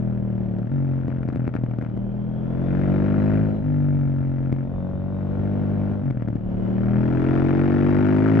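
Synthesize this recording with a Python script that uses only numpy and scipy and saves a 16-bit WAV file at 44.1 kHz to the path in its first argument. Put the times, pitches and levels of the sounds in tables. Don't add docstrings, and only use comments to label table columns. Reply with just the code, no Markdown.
import sys
import numpy as np
from scipy import signal
from scipy.fft import rfft, irfft
from scipy.io import wavfile
from scipy.ndimage import uniform_filter1d

SR = 44100
rng = np.random.default_rng(int(sys.argv[2]) if len(sys.argv) > 2 else 0)


def file_out(sig):
    cols = np.atleast_2d(sig).T
    lim = np.clip(cols, -1, 1)
    pcm = np.round(lim * 32767).astype(np.int16)
    wavfile.write(sys.argv[1], SR, pcm)


N = 370440
TIME = np.arange(N) / SR

# time in seconds, engine cycles per second.
ENGINE_SPEED = [(0.0, 40.8), (0.19, 39.55), (0.54, 37.35), (0.65, 37.75), (0.72, 46.55), (1.12, 43.75),
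                (1.94, 38.7), (2.43, 42.35), (3.0, 49.2), (3.41, 53.2), (3.68, 50.1), (4.2, 45.4),
                (4.52, 44.5), (5.5, 49.7), (5.98, 50.25), (6.24, 37.55), (6.53, 37.05), (6.79, 38.75),
                (7.3, 44.7), (7.95, 49.4), (8.4, 54.45)]
# four times in seconds (opens, starts to
# widen, stops widening, is shut), opening 0-1, burn 0-1, panel drone in dB, gear whine in dB,
# extra engine level in dB.
THROTTLE_PULLS = [(-0.3, -0.25, -1.5, 0.66, 0.2, 0.8, -52, -88, 3.8),
                  (1.85, 2.3, 2.9, 3.65, 0.63, 0.96, -44, -73, 0),
                  (4.58, 5, 5.5, 6.05, 0.31, 1.0, -34.5, -79, -1.5),
                  (6.36, 6.22, 7.42, 9.02, 0.96, 0.93, -45, -72, 0)]
# throttle 0-1, then gains in dB for exhaust, intake, rasp, rushing air.
LOAD_GAINS = [(0, 32, 3.5, -52.5, -42.5), (0.1, 31.3, 10, -58.5, -40.5), (0.3, 35, 17.5, -51.5, -35.3),
              (0.65, 39.3, 23, -42.3, -35), (1, 34.5, 31.5, -36.5, -32)]
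# frequency in Hz, level in dB coasting, level in dB firing.
PIPE_TONE = [(20.0, -31, 3), (44, -29.5, -13.5), (88.5, -16.5, -23.5), (119.7, 0.5, -6), (150.2, -0.5, -14),
             (165, -14.5, -5.5), (202.1, -20.5, -4), (242.7, -8.5, -17.5), (289.3, -8.5, -20.5),
             (357, -27, -36.5), (457, -35, -32), (547, -27, -24.5), (750, -37.5, -40.5), (1389, -55.5, -75)]
# frequency in Hz, relative level in dB.
AIRBOX_TONE = [(20.0, -31.5), (45.0, -10.5), (85.0, -15), (115.0, -6), (145.0, -1.5), (175.0, -5),
               (205.0, -5.5), (240.0, 0), (290.0, -0.5), (340.0, -2), (440.0, -14.5), (560.0, -27.5),
               (780.0, -28), (1500.0, -50)]
GAS_TONE = [(350, -27.5), (600, 4.5), (800, 4.5), (1000, -1.5), (1250, -1.5), (1390, 3.5), (1540, -1),
            (1700, -2.5), (2400, -10), (3200, -22.5), (4000, -31), (5000, -32.5), (7500, -45.5),
            (8800, -48.5), (10200, -48.5), (15000, -58.5)]
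CRACK_TONE = [(200, -12), (500, 2), (900, -1), (1400, 0), (2200, -2), (3200, -22), (5000, -28), (8000, -42),
              (14000, -58)]
THUMP_TONE = [(30, -16), (80, -4), (135, 3), (180, -3), (280, 0), (400, -11), (700, -19), (1200, -32)]
BUFFET_TONE = [(15, -6.5), (30, -3), (50, -4.5), (80, -5), (160, -8.5), (400, -30), (1000, -65)]
RUSH_TONE = [(60, 0), (150, 11.5), (300, 5.5), (450, 3.5), (700, 0), (950, -11.5), (1400, -17), (2200, -29),
             (3200, -30), (4200, -42), (6300, -46), (8500, -60.5), (15000, -66)]
# start in seconds, crack gain in dB, thump gain in dB.
LOUD_POPS = [(0.5857, -29, -20.5), (1.0817, -23, -14), (1.2871, -18, -14), (1.3273, -26, -19),
             (1.3591, -17, -14), (1.4776, -18, -12), (1.5523, -21, -13.5), (1.8249, -29, -19),
             (1.974, -26, -19.5), (4.5256, -16.5, -11.5), (6.108, -18, -17), (6.2848, -29, -16)]
# frequency in Hz, width in Hz, relative level in dB.
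PANEL_NOTES = [(101, 18, 2.5), (490, 22, -15), (555, 38, -7.5), (1046, 40, -29)]
# frequency in Hz, the left side's lead in radians.
LEFT_LEAD = [(0, -0.3), (90, -0.1), (140, 1.1), (260, 1.15), (350, 0.85), (600, -0.39), (900, -0.015),
             (1300, 0.13), (2000, -0.4), (4000, 0)]

EXHAUST_TWIN, INTAKE_TWIN, RASP_TWIN = (0.394, 0.3), (0.4196, .33), (.396, .72)
BARELY_OPEN = 0.11
TAPS = 4096


def exhaust(cycles):
    times, sizes = strokes(cycles, EXHAUST_TWIN, scatter=0.76, slip=.00006)
    stumbling_burn = 0.45 * stumble(times)
    burn = ramp(per_pull(times, column=5, coasting=0) + stumbling_burn)[:, None]
    pulses = ring((1 - burn) * spectrum(PIPE_TONE) + burn * spectrum(PIPE_TONE, column=2))
    sizes = sizes * loudness(times, column=1, db_per_octave=7.5)
    return pan(place(times, sizes, pulses), left_db=2.5)


def intake(cycles):
    times, sizes = strokes(cycles, INTAKE_TWIN, scatter=0.21, slip=.00004, lag_cycles=0.3076)
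    gulp = -ring(spectrum(AIRBOX_TONE))
    sizes = sizes * loudness(times, column=2, db_per_octave=1.5)
    return pan(place(times, sizes, [gulp] * len(times)), left_db=2.0)


def rasp(cycles, puff_s=.0013):
    times, sizes = strokes(cycles, RASP_TWIN, scatter=1.4, slip=.00003)
    age = np.arange(TAPS // 4) / SR / puff_s
    puff = age * np.exp(-age)
    puffs = place(times, sizes, [puff] * len(times))
    echoes = rfft(puff * rng.standard_normal(len(puff)))
    wave = irfft(echoes / np.abs(echoes))
    buzz = place(times, sizes, [wave] * len(times))
    swirl, stray = cut([puffs * noise(), puffs * noise()], 4, 950, "high")
    direct = unit(colour(unit(swirl) + undb(-1) * unit(buzz), GAS_TONE))
    scattered = sides(undb(-10) * unit(colour(stray, GAS_TONE)))
    return (pan(direct, left_db=12.5) + scattered) * loudness(TIME, column=3, db_per_octave=7.5)


def pops(cycles, crack_s=0.00068, sputter_chance=0.15):
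    starts = np.interp(np.arange(int(cycles[-1])), cycles, TIME)
    lit = rng.random(len(starts)) < sputter_chance * stumble(starts)
    size_db = 2.2 * rng.standard_normal(len(starts))
    small_pops = np.column_stack([starts, size_db - 37, size_db - 21])
    times, crack_db, thump_db = np.vstack([LOUD_POPS, small_pops]).T
    heard = np.concatenate([np.ones(len(LOUD_POPS)), lit])
    age = np.arange(TAPS // 8) / SR / crack_s
    bursts = rng.standard_normal((len(times), len(age))) * age * np.exp(-age)
    cracks = colour(place(times, heard * undb(crack_db), bursts), CRACK_TONE)
    boom = ring(spectrum(THUMP_TONE))
    thumps = place(times + .0006, heard * undb(thump_db), [boom / boom.max()] * len(times))
    return pan(cracks, left_db=11) + pan(thumps, left_db=4.0)


def panels(cycles):
    times, sizes = strokes(cycles, twin=(.5, .15), scatter=0.44, slip=.00002)
    shakes = cut(place(times, sizes, np.ones((len(times), 1))), 4, 1200, "low")
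    drone = sum(undb(db) * signal.lfilter(*signal.iirpeak(hz, hz / width, SR), shakes)
                for hz, width, db in PANEL_NOTES)
    return pan(unit(drone) * undb(per_pull(TIME, column=6, coasting=-61)), left_db=2.5)


def gears(cycles, teeth_per_cycle=78, casing_hz=(2850, 4000)):
    smear = 1.2 * np.sin(2 * np.pi * cycles) + 1.4 * wander(220)
    tone = np.sin(2 * np.pi * teeth_per_cycle * cycles + smear)
    whine = cut(unit(tone * undb(2.1 * wander(30))), 3, casing_hz, "band")
    return pan(whine * undb(per_pull(TIME, column=7, coasting=-87)), left_db=0.5)


def wind_and_engine_air(gust_at_s=6.5, gust_width_s=0.14):
    gust_db = 9 * np.exp(-((TIME - gust_at_s) / gust_width_s) ** 2)
    buffet = wide_noise(BUFFET_TONE, side_db=-10.5) * undb(-40 + gust_db + 2.4 * wander(11))
    rush_db = curve(LOAD_GAINS, throttle(TIME), column=4)
    rush = wide_noise(RUSH_TONE, side_db=-1.0) * undb(rush_db + 0.67 * wander(15))
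    return buffet + rush


def throttle(t, pickup_s=0.15, shut_per_s=2.18):
    out = 0
    for opens, start, end, shut, opening in np.asarray(THROTTLE_PULLS)[:, :5]:
        widen = np.sin(np.pi / 2 * ramp((t - start) / (end - start))) ** 2
        held = ramp((t - opens) / pickup_s) * (BARELY_OPEN + (opening - BARELY_OPEN) * widen)
        out = out + np.minimum(held, ramp(shut_per_s * (shut - t)))
    return out


def pulling(t):
    return ramp(throttle(t) / BARELY_OPEN)


def stumble(t, below_hz=45.07, fade_hz=1.6):
    return (1 - pulling(t)) * ramp((below_hz - curve(ENGINE_SPEED, t)) / fade_hz)


def strokes(cycles, twin, scatter, slip, lag_cycles=0):
    twin_delay, twin_size = twin
    count = np.arange(int(cycles[-1]) + 1)
    beats = np.concatenate([count, count + twin_delay]) + lag_cycles
    inside = beats < cycles[-1]
    sizes = np.repeat([1, twin_size], len(count))[inside]
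    times = np.interp(beats[inside], cycles, TIME)
    unevenness = 0.7 + 3.2 * stumble(times)
    strength, delay = rng.standard_normal((len(beats), 2))[inside].T * unevenness
    return times + slip * delay, sizes * undb(scatter * strength)


def loudness(t, column, db_per_octave):
    load_db = curve(LOAD_GAINS, throttle(t), column)
    revs_db = db_per_octave * np.log2(curve(ENGINE_SPEED, t) / 45)
    return undb(load_db + revs_db + per_pull(t, column=8, coasting=0))


def per_pull(t, column, coasting):
    pulls = np.asarray(THROTTLE_PULLS)
    latest = np.maximum(np.searchsorted(pulls[:, 0], t) - 1, 0)
    return coasting + pulling(t) * (pulls[latest, column] - coasting)


def undb(db):
    return 10 ** (np.asarray(db) / 20)


def unit(x):
    return x / np.sqrt(np.mean(x ** 2))


def ramp(x):
    return np.clip(x, 0, 1)


def curve(table, at, column=1):
    table = np.asarray(table)
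    return np.interp(at, table[:, 0], table[:, column])


def spectrum(table, column=1):
    table = np.asarray(table)
    hz = np.arange(TAPS // 2 + 1) * SR / TAPS + 1
    fall_db = 40 * np.log10(np.maximum(hz / table[-1, 0], 1))
    return np.interp(np.log(hz), np.log(table[:, 0]), table[:, column]) - fall_db


def ring(db):
    cepstrum = irfft(db * np.log(10) / 20)
    cepstrum[..., 1:TAPS // 2] *= 2
    cepstrum[..., TAPS // 2 + 1:] = 0
    return irfft(np.exp(rfft(cepstrum)))


def colour(x, table):
    return signal.fftconvolve(x, ring(spectrum(table)))[:N]


def cut(x, order, hz, keep):
    return signal.sosfilt(signal.butter(order, hz, keep, fs=SR, output="sos"), x)


def place(times, sizes, sounds):
    out = np.zeros(N + 2 * TAPS)
    for at, size, sound in zip(np.clip(times * SR, 0, N), sizes, sounds):
        i, late = int(at), at % 1
        out[i:i + len(sound)] += size * (1 - late) * sound
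        out[i + 1:i + 1 + len(sound)] += size * late * sound
    return out[:N]


def noise():
    return rng.standard_normal(N)


def wander(per_second):
    hold = int(SR / per_second)
    steps = np.repeat(rng.standard_normal(N // hold + 1), hold)
    return unit(uniform_filter1d(steps, hold)[:N])


def sides(x):
    return x * np.array([[1], [-1]])


def pan(x, left_db):
    gains = undb(sides(left_db) / 2)
    return x * gains / gains.mean()


def wide_noise(table, side_db):
    middle = unit(colour(noise(), table))
    return middle + sides(undb(side_db) * unit(colour(noise(), table)))


def out_of_step(x):
    hz = np.arange(N + 1) * SR / (2 * N)
    lead = curve(LEFT_LEAD, hz) / 2
    return irfft(rfft(x, 2 * N) * np.exp(1j * sides(lead)) / np.cos(lead))[:, :N]


def scene():
    cycles = np.cumsum(curve(ENGINE_SPEED, TIME)) / SR
    engine = sum(source(cycles) for source in (exhaust, intake, rasp, panels, pops, gears))
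    return out_of_step(engine) + wind_and_engine_air()


def record(dry):
    thinned = cut(dry, 2, 24, "high")
    return signal.sosfilt(signal.ellip(8, .2, 70, 15700, fs=SR, output="sos"), thinned)


dry = scene()
out = record(dry)
file_out(out)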